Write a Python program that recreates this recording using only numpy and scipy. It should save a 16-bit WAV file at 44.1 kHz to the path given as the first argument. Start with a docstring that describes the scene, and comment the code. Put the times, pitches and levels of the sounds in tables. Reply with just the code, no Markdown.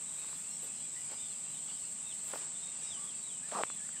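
"""Cicadas buzz steadily at a warm forest's edge, one nearer than the chorus, over a low distant rumble.
Each muscle stroke buckles a run of ribs that ring the insect's abdomen near 8 kHz.
Small birds whistle far off among the trees; dry leaves hiss and briefly crackle.
A hand shifts on a camera: skin sticks and slips in a few soft rubs, the casing ticks,
then a longer rub ends in a sharp knock."""
import sys
import numpy as np
from scipy import signal
from scipy.fft import rfft, irfft
from scipy.io import wavfile

SR = 44100
rng = np.random.default_rng(int(sys.argv[2]) if len(sys.argv) > 2 else 0)


def to_wav(sig):
    """Store sig (one row per channel, or 1-D mono) as 16-bit WAV at the path in sys.argv[1].

    Samples outside -1..1 are clipped; the rate is SR.
    """
    pcm = np.clip(np.atleast_2d(sig), -1, 1) * 32767
    pcm = np.round(pcm).astype(np.int16)
    wavfile.write(sys.argv[1], SR, pcm.T)  # frames by channels


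N = 176400
TIME = np.arange(N) / SR

# abdomen resonance: freq_hz, density_db
BUZZ_SPECTRUM = [(5800, -35.5), (6600, -22.5), (7000, -10.5), (7350, -2), (7800, 2), (8300, 1.5),
                 (8650, -4), (9100, -13), (9550, -38), (11000, -68)]


def from_db(db):
    """Decibels to gain."""
    return 10 ** (np.asarray(db) / 20)


def unit_rms(x):
    """Scale to RMS 1."""
    return x / np.sqrt(np.mean(x ** 2) + 1e-20)


def colour(x, spectrum):
    """Filter by (freq_hz, density_db) points; RMS 1."""
    hz, db = np.transpose(spectrum)
    bins_hz = np.maximum(np.fft.rfftfreq(N, 1 / SR), 1)
    gain = from_db(np.interp(np.log(bins_hz), np.log(hz), db))
    return unit_rms(irfft(rfft(x) * gain, N))


def butter(x, order, edges_hz, kind):
    """Butterworth filter."""
    return signal.sosfilt(signal.butter(order, edges_hz, kind, fs=SR, output="sos"), x)


def drift(rate_hz):
    """Smooth random motion; RMS 1."""
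    bins_hz = np.fft.rfftfreq(N, 1 / SR)
    return unit_rms(irfft(rfft(rng.standard_normal(N)) / (1 + (bins_hz / rate_hz) ** 2), N))


def bump(centre_s, sigma_s):
    """Gaussian envelope; peak 1."""
    return np.exp(-.5 * ((TIME - centre_s) / sigma_s) ** 2)


def add(out, start_s, sound):
    """Mix a sound in at start_s."""
    i = int(np.clip(start_s * SR, 0, N))
    out[i:i + len(sound)] += sound[:N - i]


def near_cicada(stroke_hz=91.78, ribs=6, rib_gap_s=.00168, rib_loss_db=.6, level_db=-47):
    """Each muscle stroke buckles the ribs in turn; their clicks ring the abdomen."""
    cycles = np.cumsum(stroke_hz * (1 + .002 * drift(3))) / SR
    strokes_s = np.flatnonzero(np.diff(np.floor(cycles))) / SR
    jitter_s = rng.normal(0, .00019, (1000, ribs))[:len(strokes_s)]
    rough_db = rng.normal(0, 1.6, (1000, ribs))[:len(strokes_s)]
    clicks = np.zeros(N)
    for rib in range(ribs):
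        at = ((strokes_s + rib * rib_gap_s + jitter_s[:, rib]) * SR).astype(int) % N
        clicks[at] += from_db(rough_db[:, rib] - rib_loss_db * rib)
    return from_db(level_db) * colour(clicks, BUZZ_SPECTRUM)


def cicada_chorus(level_db=-43.5, flutter_db=.78):
    """Many insects, blurred by the trees into a fluttering band of noise."""
    buzz = colour(rng.standard_normal(N), BUZZ_SPECTRUM)
    return buzz * from_db(level_db + flutter_db * drift(32))


def forest_air(level_db=-56):
    """Distant rumble and broad leaf hiss, with a faint wavering hum."""
    # rumble and hiss: freq_hz, density_db
    air_spectrum = [(20, -24), (45, -46), (75, -18), (96, -2), (118, -8), (150, -2.5), (220, 1), (290, -7),
                    (450, -11), (570, -9.5), (1050, -9), (1600, -13.5), (2200, -10.5), (3500, -10),
                    (4500, -13), (6200, -9.5), (9500, -13.5), (13000, -52)]
    # far hum: pitch_hz, level_db
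    hum_tones = [(97, -86.5), (151, -72), (176, -74)]
    hum = np.zeros(N)
    for hz, db in hum_tones:
        phase = 2 * np.pi * hz * TIME
        hum += from_db(db) * (drift(3.4) * np.cos(phase) + drift(4.1) * np.sin(phase))
    return from_db(level_db) * colour(rng.standard_normal(N), air_spectrum) + hum


def leaf_hiss(trim_db=-2, flicker_db=2):
    """Thin, flickering hiss of leaves in the top treble."""
    # hiss: freq_hz, density_db
    hiss_spectrum = [(5000, -43), (9800, 2.5), (11000, -3.5), (11900, 4), (13200, -20), (15500, -10)]
    # hiss contour: time_s, gain_db
    contour = [(0.0, -65.5), (.4, -62), (.6, -65.5), (2.0, -65.5), (2.3, -59.5), (2.47, -72.5),
               (4.0, -67.5)]
    hiss = colour(rng.standard_normal(N), hiss_spectrum)
    contour_db = np.interp(TIME, *np.transpose(contour))
    return hiss * from_db(contour_db + trim_db + flicker_db * drift(20))


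def bird_note(pitch_hz, waver_share=.0074, waver_hz=200, scatter_share=.55, scatter_hz=300):
    """A wavering tone swells and fades along a pitch path; foliage roughens it."""
    t = np.arange(len(pitch_hz)) / SR
    knots, grid = rng.standard_normal((3, 200)), np.arange(200)
    waver = 1 + waver_share * np.interp(t * waver_hz, grid, knots[0])
    scatter = 1 + scatter_share * np.interp(t * scatter_hz, grid, knots[1] + 1j * knots[2])
    swell = np.sqrt(np.abs(np.sin(np.linspace(0, np.pi, len(t)))))
    tone = scatter * np.exp(2j * np.pi * np.cumsum(pitch_hz * waver) / SR)
    return np.sqrt(2) * swell * tone.real


def forest_echo(x, t60_s=.5, echoes_per_s=500, wet_db=-9.5):
    """Add sparse echoes from trunks and leaves."""
    t = TIME[:SR]
    echoes = rng.standard_normal(SR) * (rng.random(SR) < echoes_per_s / SR)
    echoes *= from_db(-60 * t / t60_s) * (t > .01)
    return x + from_db(wet_db) * signal.fftconvolve(x, echoes / np.linalg.norm(echoes))[:N]


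def far_chirps(chirps_per_s=45, lowest_hz=2402, pitch_span_ratio=2.2, softest_db=-70.5):
    """The farthest birds: short random glides."""
    out = np.zeros(N)
    for when, span, pitch, glide, loud in rng.random((int(chirps_per_s * N / SR), 5)):
        progress = np.linspace(0, 1, int((.0294 + .073 * span) * SR))
        hz = lowest_hz * pitch_span_ratio ** pitch * (1 + .1555 * (glide - .5) * progress)
        add(out, when * N / SR, from_db(softest_db + 2 * loud) * bird_note(hz))
    return out


def bird_whistles():
    """Each whistle bends along a parabola through three pitches."""
    # whistles: start_s, length_s, start_hz, middle_hz, end_hz, level_db
    calls = [(0.171, 0.11, 3950, 3770, 3720, -61.5), (0.167, 0.076, 2390, 2530, 2700, -64),
             (0.392, 0.18, 2420, 2717, 2755, -66), (.485, .075, 4230, 4200, 4130, -63.5),
             (.50, 0.082, 5580, 5520, 5530, -60), (0.635, 0.15, 2710, 2563, 2820, -65),
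             (.735, .1, 4240, 4170, 3960, -66), (0.953, 0.048, 1850, 1976, 1890, -58),
             (0.988, 0.33, 4880, 4950, 4800, -66.5), (1.172, 0.116, 3670, 3620, 3640, -59.5),
             (1.675, .05, 3040, 2890, 2850, -60.5), (2.536, 0.058, 3465, 3570, 3640, -60),
             (2.61, 0.12, 3690, 3730, 3715, -58), (2.96, .14, 1114, 1170, 1127, -62),
             (3.414, 0.072, 1480, 1750, 1730, -62), (3.663, 0.092, 3500, 3434, 3390, -60.5),
             (3.759, 0.12, 1950, 1690, 2070, -63.5), (3.921, 0.074, 2157, 1810, 1720, -62),
             (3.953, 0.041, 3160, 3000, 3000, -60)]
    out = np.zeros(N)
    for start_s, length_s, start_hz, middle_hz, end_hz, db in calls:
        progress = np.linspace(0, 1, int(length_s * SR))
        arch = np.polyfit([0, .5, 1], [start_hz, middle_hz, end_hz], 2)
        add(out, start_s, from_db(db) * bird_note(np.polyval(arch, progress)))
    return out


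def hand_brushes(flutter_db=2):
    """The hand brushes the grip: soft swells of friction noise."""
    # swells: centre_s, sigma_s, level_db
    swells = [(.27, 0.12, -60), (.64, 0.052, -61.5), (1.12, 0.027, -54), (1.7, .021, -58.5),
              (2.36, 0.087, -52.5), (2.85, 0.18, -60), (3.571, 0.059, -51)]
    # friction: freq_hz, density_db
    brush_spectrum = [(150, -21), (400, -0.5), (1200, 0), (3000, -3.5), (6000, -5), (9000, -11),
                      (15000, -27)]
    envelope = sum(from_db(db) * bump(centre_s, sigma_s) for centre_s, sigma_s, db in swells)
    friction = colour(rng.standard_normal(N), brush_spectrum)
    return envelope * friction * from_db(flutter_db * drift(60))


def casing_knocks(contact_hz=3460, crack_db=-15, db_per_octave=30, db_per_ring_doubling=20):
    """A short crack and a damped ring of the casing; gentler knocks are duller and ring longer."""
    # knocks: start_s, strength_db, ring_hz
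    hits = [(.245, -42.5, 1050), (.330, -39.5, 1060), (1.118, -40.5, 470), (2.3361, -28.5, 660),
            (2.3383, -33, 1370), (2.3584, -31, 635), (2.3618, -38, 800), (3.5167, -35, 1700),
            (3.6358, -15, 1030), (3.701, -31.5, 1204), (3.891, -40, 1530)]
    # casing modes at the hardest knock: pitch_ratio, gain_db, t60_s
    modes = [(.45, -22.5, 0.011), (1, 0.5, 0.0035), (1.9, -8, 0.0015)]
    out, t = np.zeros(N), TIME[:SR // 20]
    hardest_db = max(db for _, db, _ in hits)
    for start_s, db, ring_hz in hits:
        relative_db = db - hardest_db
        cutoff_hz = np.clip(contact_hz * 2 ** (relative_db / db_per_octave), 1.9 * ring_hz, SR / 3)
        damping = 2 ** (relative_db / db_per_ring_doubling)
        ring = sum(from_db(gain_db - 60 * damping * t / t60_s) * np.cos(2 * np.pi * ring_hz * ratio * t)
                   for ratio, gain_db, t60_s in modes)
        crack = damping * from_db(crack_db) * np.exp(-t * SR / 2)
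        add(out, start_s, -from_db(db) * (crack + butter(ring, 3, cutoff_hz, "low")))
    return butter(out, 2, 160, "high")


def bird_chatter(pips_per_s=55, pip_s=.028, spread_octaves=.2, fall_octaves=.1):
    """Runs of quick falling pips, each at its own pitch."""
    # runs: start_s, length_s, centre_hz, level_db
    runs = [(.27, .1, 3710, -64.5), (1.238, 0.098, 3700, -64.5), (1.537, .25, 3300, -65),
            (1.675, .2, 4360, -66.5), (2.793, .15, 5430, -61), (3.691, .1, 3670, -63.5)]
    out, ramp = np.zeros(N), np.linspace(-.5, .5, int(pip_s * SR))
    for start_s, length_s, centre_hz, db in runs:
        for beat_s in np.arange(start_s, start_s + length_s, 1 / pips_per_s):
            octaves = rng.uniform(-spread_octaves, spread_octaves) - fall_octaves * ramp
            jitter_s = rng.uniform(-.5, .5) / pips_per_s
            add(out, beat_s + jitter_s, from_db(db) * bird_note(centre_hz * 2 ** octaves))
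    return out


def hand_rubs(slips_per_s=1100, bandwidth_hz=360, fade_s=.0062, skin_db=-8):
    """Skin sticks and slips on the casing; the ring of the slips glides as the grip changes."""
    # rubs: start_s, length_s, level_db, start_hz, end_hz
    rubs = [(.62, 0.034, -61.5, 300, 380), (1.114, .032, -55.5, 427, 800), (2.331, .018, -47.5, 516, 580),
            (3.515, 0.0435, -46, 620, 920), (3.546, .075, -38, 1140, 520)]
    # skin friction: freq_hz, density_db
    skin_spectrum = [(100, -16), (200, 25), (350, 16.5), (570, 26.5), (1200, -31), (1700, 7), (2700, 3),
                     (4000, -30), (12000, -35)]
    out, slips, t = np.zeros(N), np.zeros(N), TIME[:SR // 50]
    at = (np.cumsum(rng.gamma(2, .5, 8000)) / slips_per_s * SR).astype(int)
    slips[at[at < N]] = 1
    slips *= from_db(rng.normal(0, 2.5, N))
    skin = colour(slips - slips.mean(), skin_spectrum)
    decay = np.exp(-np.pi * bandwidth_hz * t)
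    for start_s, length_s, db, start_hz, end_hz in rubs:
        end_s = start_s + length_s
        grip = np.clip(np.minimum(TIME - start_s, end_s - TIME) / fade_s, 0, 1)
        squeak = np.zeros(N)
        for i in np.flatnonzero(slips * grip):
            hz = np.interp(TIME[i], [start_s, end_s], [start_hz, end_hz])
            add(squeak, TIME[i], slips[i] * grip[i] * decay * np.cos(2 * np.pi * hz * t))
        squeak = butter(squeak + 1e-18, 2, [300, 1500], "band")
        squeak = unit_rms(squeak) * np.sqrt(length_s * SR / N)  # RMS 1 over the rub
        out += from_db(db) * (squeak + from_db(skin_db) * grip * skin)
    return out


def leaf_crackles(snaps_per_s=2400, bandwidth_hz=2800):
    """Dry leaves give short bursts of tiny snaps."""
    # bursts: centre_s, sigma_s, level_db, centre_hz
    bursts = [(.643, 0.015, -58, 12400), (2.284, .005, -57, 11200), (2.29, .014, -63, 14000),
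              (2.36, .022, -61.5, 13800)]
    out = np.zeros(N)
    for centre_s, sigma_s, db, hz in bursts:
        snaps = rng.choice([-1, 1], N) * rng.uniform(.5, 2, N)
        snaps *= rng.random(N) < snaps_per_s / SR
        band = butter(snaps + 1e-18, 2, [hz - bandwidth_hz / 2, hz + bandwidth_hz / 2], "band")
        out += from_db(db) * unit_rms(band) * bump(centre_s, sigma_s)
    return out


def bird_slurs(swell_db=5, drop_width_share=.076):
    """Calls that hold a note, then fall, swelling on the drop."""
    # slurs: start_s, length_s, top_hz, bottom_hz, drop_at_share, level_db
    calls = [(2.043, .097, 3695, 2800, 0.8, -55), (2.816, 0.18, 3780, 2910, 0.64, -56),
             (2.998, .135, 3415, 2610, .85, -60.5), (3.205, .14, 3890, 3020, 0.69, -58.5)]
    out = np.zeros(N)
    for start_s, length_s, top_hz, bottom_hz, drop_at_share, db in calls:
        past_drop = np.linspace(0, 1, int(length_s * SR)) - drop_at_share
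        hz = bottom_hz + (top_hz - bottom_hz) / (1 + np.exp(past_drop / drop_width_share))
        accent_db = swell_db * (np.exp(-(4 * past_drop) ** 2) - .5)
        add(out, start_s, from_db(db + accent_db) * bird_note(hz))
    return out


def scene():
    """Mono mix; only the birds echo."""
    cicadas = near_cicada() + cicada_chorus()
    forest = forest_air() + leaf_hiss() + leaf_crackles()
    hand = casing_knocks() + hand_rubs() + hand_brushes()
    birds = bird_whistles() + bird_slurs() + far_chirps() + bird_chatter()
    return (cicadas + forest + hand + forest_echo(birds))[None]


def record(dry):
    """Steep low-pass at 15.6 kHz."""
    return signal.sosfilt(signal.ellip(10, .1, 80, 15600, fs=SR, output="sos"), dry)


dry = scene()
out = record(dry)
to_wav(out)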